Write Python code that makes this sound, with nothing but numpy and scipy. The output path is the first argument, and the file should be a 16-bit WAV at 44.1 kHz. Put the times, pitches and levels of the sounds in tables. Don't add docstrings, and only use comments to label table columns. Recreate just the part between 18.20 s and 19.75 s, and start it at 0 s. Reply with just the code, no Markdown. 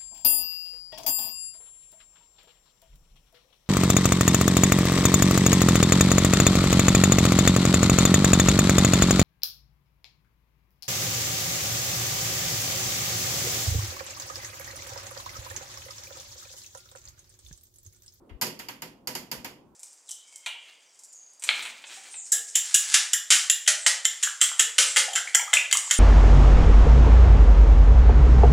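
import sys
import numpy as np
from scipy import signal
from scipy.io import wavfile

SR = 44100
rng = np.random.default_rng(int(sys.argv[2]) if len(sys.argv) > 2 else 0)


def volts(x):
    e = np.asarray(x, float) / 20
    return 10 ** e


def to_wav(sig):
    pcm = np.clip(np.atleast_2d(sig), -1, 1) * 32767
    pcm = np.round(pcm).astype(np.int16)
    wavfile.write(sys.argv[1], SR, pcm.T)


N = 68355

CONTACT_S = [.0935, .2128, .2206, .268, .3909, .3953, .4853, .6200, .8724, .9510, 1.1143, 1.2454]
# peak level in dB, then spring, wafers and case in dB relative to it.
STRENGTH = [(-42.5, -26.5, -8, 3), (-12.5, -13, -16, -14.5), (-12.5, -10.5, -16.5, -9),
            (-25.5, -13, -12, -4.5), (-35.5, -5.5, -13, -10), (-33.5, -6.5, -3.5, -2.5),
            (-28.5, -8.5, -6, -7), (-27, -9.5, -8, -5), (-19.5, -9, -12, -6.5), (-22, -7.5, -10, -7),
            (-18.5, -11, -13, -7), (-24, -11.5, -9.5, -7)]
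# frequency in Hz, width in Hz, level in dB.
SPRING = [(4450, 200, -6), (4820, 120, -1), (5390, 250, -4), (6200, 250, -7), (6880, 170, -2),
          (7900, 350, -9), (11100, 250, -5), (12800, 250, -3), (13400, 300, -5)]
# frequency in Hz, width in Hz, level in dB.
WAFER = [(760, 45, -10), (912, 50, -7), (975, 45, -5), (1225, 60, -11), (1600, 120, -9), (1870, 80, -7),
         (2045, 70, -5), (2250, 80, -7), (2490, 80, -5), (2850, 150, -5), (3220, 150, -5)]
# frequency in Hz, width in Hz, level in dB.
CASE = [(129.7, 26.3, -4.5), (165.8, 21, -4.5), (211.2, 27, -4.5), (240, 21, -4.5), (281.9, 20.2, -2.5),
        (367.9, 25, -3.5), (505.5, 23.5, -5), (618.5, 24, -12)]
SWELL_S = [0.00041, .003, 0.018]
RIGHT_DB = [3, 0, -2.5]
# start in seconds, peak level in dB.
TICKS = [
    (.2127, -17),
    (.2205, -15),
    (.391, -35),
    (.4855, -30),
    (.6206, -26),
    (.8727, -21),
    (.9516, -25),
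    (1.1146, -20),
    (1.2457, -27),
]
# frequency in Hz, level in dB.
SCATTER = [(120, -13), (500, -1), (1400, 4), (2600, 0), (3800, -1.5), (6000, -3.5), (9500, -5.5),
           (13000, -4), (16000, -33.5)]
# frequency in Hz, time to fall 60 dB in seconds.
ROOM_T60 = [(150, 0.34), (600, 0.44), (1400, 0.29), (2700, 0.38), (4000, 0.31), (9700, 0.27), (15000, 0.23)]
# frequency in Hz, left minus right in dB.
SIDE_BIAS = [(60, 4.5), (180, 3), (550, -3.5), (1650, -2.5), (4970, -6), (15000, -8)]
# frequency in Hz, left-right correlation from -1 to 1.
LIKENESS = [(60, 0.82), (180, 1), (550, 0.67), (1650, 0.025), (4970, -0.0053), (15000, 0.3)]
# start in seconds, level in dB, swing in Hz, length in seconds.
THUMPS = [
    (.110, -36, 75, .022),
    (.132, -36, 52, .04),
    (1.165, -49, 68, .045),
]
# frequency in Hz, density in dB per Hz.
HUM = [(24, -29), (40, -20), (91, -17), (305, -7), (382, -13), (585, -19), (1210, -24), (1520, -47.5),
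       (16000, -51.5)]
BAND_EDGES_HZ = 45 * 2 ** (np.arange(0, 26.5) / 3)

SPRING_DB, WAFER_DB, CASE_DB = 10, 10.5, -2
CHATTER_S, WAFER_CHATTER_S, CASE_SHAKE_S = .0009, .0037, .03
CHATTER_LOSS_DB, STRIKE_SPREAD_DB = 6, 2.5
RIGHT_LAG_S = .0002
TICK_HZ, TICK_WIDTH_HZ = 13000, 1700
SCATTER_DB, SCATTER_T60_S, SCATTER_RISE_CYCLES = -1, 0.067, 9.3
ROOM_DB = -5
ECHO_PITCH_DB, ECHO_BLUR = 11, 1.3
RUMBLE_DB, RUMBLE_HZ = -70.5, 73
HUM_DB, HUM_FLICKER_DB = -57.5, 2
TOP_HZ = 15900


def rms_one(x):
    return x / np.sqrt(np.mean(x ** 2) + 1e-20)


def at_hz(points, hz):
    table_hz, values = np.transpose(points)
    return np.interp(np.log(hz), np.log(table_hz), values)


def resonate(x, hz, width_hz):
    r, w = np.exp(-np.pi * width_hz / SR), 2 * np.pi * hz / SR
    return signal.lfilter([0, np.sin(w)], [1, -2 * r * np.cos(w), r * r], x + 1e-18)


def stereo_bands(size):
    white = rng.standard_normal((2, 2, size))
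    for k, (low, high) in enumerate(zip(BAND_EDGES_HZ, BAND_EDGES_HZ[1:])):
        band = signal.butter(2, [low, high], "band", fs=SR, output="sos")
        mid, side = signal.sosfilt(band, white[k % 2])
        hz = np.sqrt(low * high)
        alike = np.clip(at_hz(LIKENESS, hz), -1, 1)
        pair = np.sqrt(1 + alike) * mid + np.sqrt(1 - alike) * side * [[1], [-1]]
        yield hz, pair * volts(at_hz(SIDE_BIAS, hz) / 2 * np.array([[1], [-1]]))


def ringing_part(modes, column, spacing_s, swell_s):
    rows = np.column_stack([CONTACT_S, STRENGTH])
    gaps = rng.uniform(.4, 1.6, (len(rows), 4)) * spacing_s
    bounce_s = rows[:, :1] + np.cumsum(gaps, axis=1) - gaps[:, :1]
    where = (bounce_s * SR).astype(int)
    bounce_db = rows[:, [1]] + rows[:, [column]] - CHATTER_LOSS_DB * np.sqrt(np.arange(4))
    out = np.zeros((2, N))
    for hz, width_hz, mode_db in modes:
        clicks = np.zeros(N + SR)
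        strike_db = STRIKE_SPREAD_DB * rng.standard_normal((len(rows), 1))
        signs = rng.choice([-1, 1], where.shape)
        np.add.at(clicks, where, volts(bounce_db + mode_db + strike_db) * signs)
        ring = resonate(clicks[:N], hz, width_hz)
        swelled = resonate(ring, hz, 1 / (np.pi * swell_s)) * 2 / (swell_s * SR)
        lag = int(RIGHT_LAG_S * SR) + rng.integers(0, 12) * (hz > 1000)
        out += [swelled, np.roll(swelled, lag)]
    return out / len(modes) ** .5


def switch():
    spring = volts(SPRING_DB) * ringing_part(SPRING, 2, CHATTER_S, SWELL_S[0])
    wafers = volts(WAFER_DB) * ringing_part(WAFER, 3, WAFER_CHATTER_S, SWELL_S[1])
    case = volts(CASE_DB) * ringing_part(CASE, 4, CASE_SHAKE_S, SWELL_S[2])
    side = volts(np.array(RIGHT_DB)[:, None, None] / 2 * [[-1], [1]])
    return side[0] * spring + side[1] * wafers + side[2] * case


def high_ticks():
    s, db = np.transpose(TICKS)
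    clicks = np.zeros(N)
    clicks[(s * SR).astype(int)] = volts(db)
    ping = resonate(resonate(clicks, TICK_HZ, TICK_WIDTH_HZ), TICK_HZ, TICK_WIDTH_HZ)
    ping = ping * 2 * np.pi * np.e * TICK_WIDTH_HZ / SR
    return np.array([ping, .3 * np.roll(ping, 20)])


def reflections():
    rows = np.column_stack([CONTACT_S, STRENGTH])
    where = (rows[:, 0] * SR).astype(int)
    out = 0
    for hz, pair in stereo_bands(N):
        share_db = [at_hz([(400, case), (900, wafer), (3200, wafer), (4600, spring)], hz)
                    for spring, wafer, case in rows[:, 2:]]
        kicks = np.zeros(N)
        kicks[where] = volts(2 * (rows[:, 1] + share_db + at_hz(SCATTER, hz)))
        power = 0
        for db, t60 in [(SCATTER_DB, SCATTER_T60_S), (ROOM_DB, at_hz(ROOM_T60, hz))]:
            power = power + volts(2 * db) * signal.lfilter([1], [1, -volts(-120 / (t60 * SR))], kicks)
        r = np.exp(-hz / SCATTER_RISE_CYCLES / SR)
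        risen = signal.lfilter([1 - r], [1, -r], power)
        out = out + pair * np.sqrt(risen + 1e-30)
    return out


def pitched(x):
    for hz, width_hz, db in [*CASE, *WAFER, *SPRING]:
        pole = np.exp(-np.pi * ECHO_BLUR * width_hz / SR)
        zero = pole ** volts(max(ECHO_PITCH_DB + db, 0))
        c = np.cos(2 * np.pi * hz / SR)
        x = signal.lfilter([1, -2 * zero * c, zero ** 2], [1, -2 * pole * c, pole ** 2], x)
    return x


def thumps():
    t = np.arange(N) / SR
    low_band = signal.butter(2, [25, RUMBLE_HZ], "band", fs=SR, output="sos")
    out = volts(RUMBLE_DB) * rms_one(signal.sosfilt(low_band, rng.standard_normal(N)))
    for s, db, hz, length in THUMPS:
        swell = np.sin(np.pi * np.clip((t - s) / length, 0, 1)) ** .5
        out = out - volts(db) * swell * np.sin(2 * np.pi * hz * (t - s))
    return np.array([out, .12 * out])


def hum():
    knots = np.arange(0, N + 2000, 2000)
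    out = 0
    for hz, pair in stereo_bands(N):
        flicker = np.interp(np.arange(N), knots, rng.standard_normal(len(knots)))
        out = out + pair * volts(at_hz(HUM, hz) + HUM_FLICKER_DB * flicker)
    return volts(HUM_DB) * rms_one(out)


def scene():
    return switch() + high_ticks() + pitched(reflections()) + thumps() + hum()


def band_limit(x):
    return signal.sosfilt(signal.butter(12, 16810, fs=SR, output="sos"), x)


def record(dry):
    low_pass = signal.cheby2(12, 60, TOP_HZ + 700, fs=SR, output="sos")
    mix = signal.sosfilt(low_pass, dry)
    return band_limit(mix)


dry = scene()
out = record(dry)
to_wav(out)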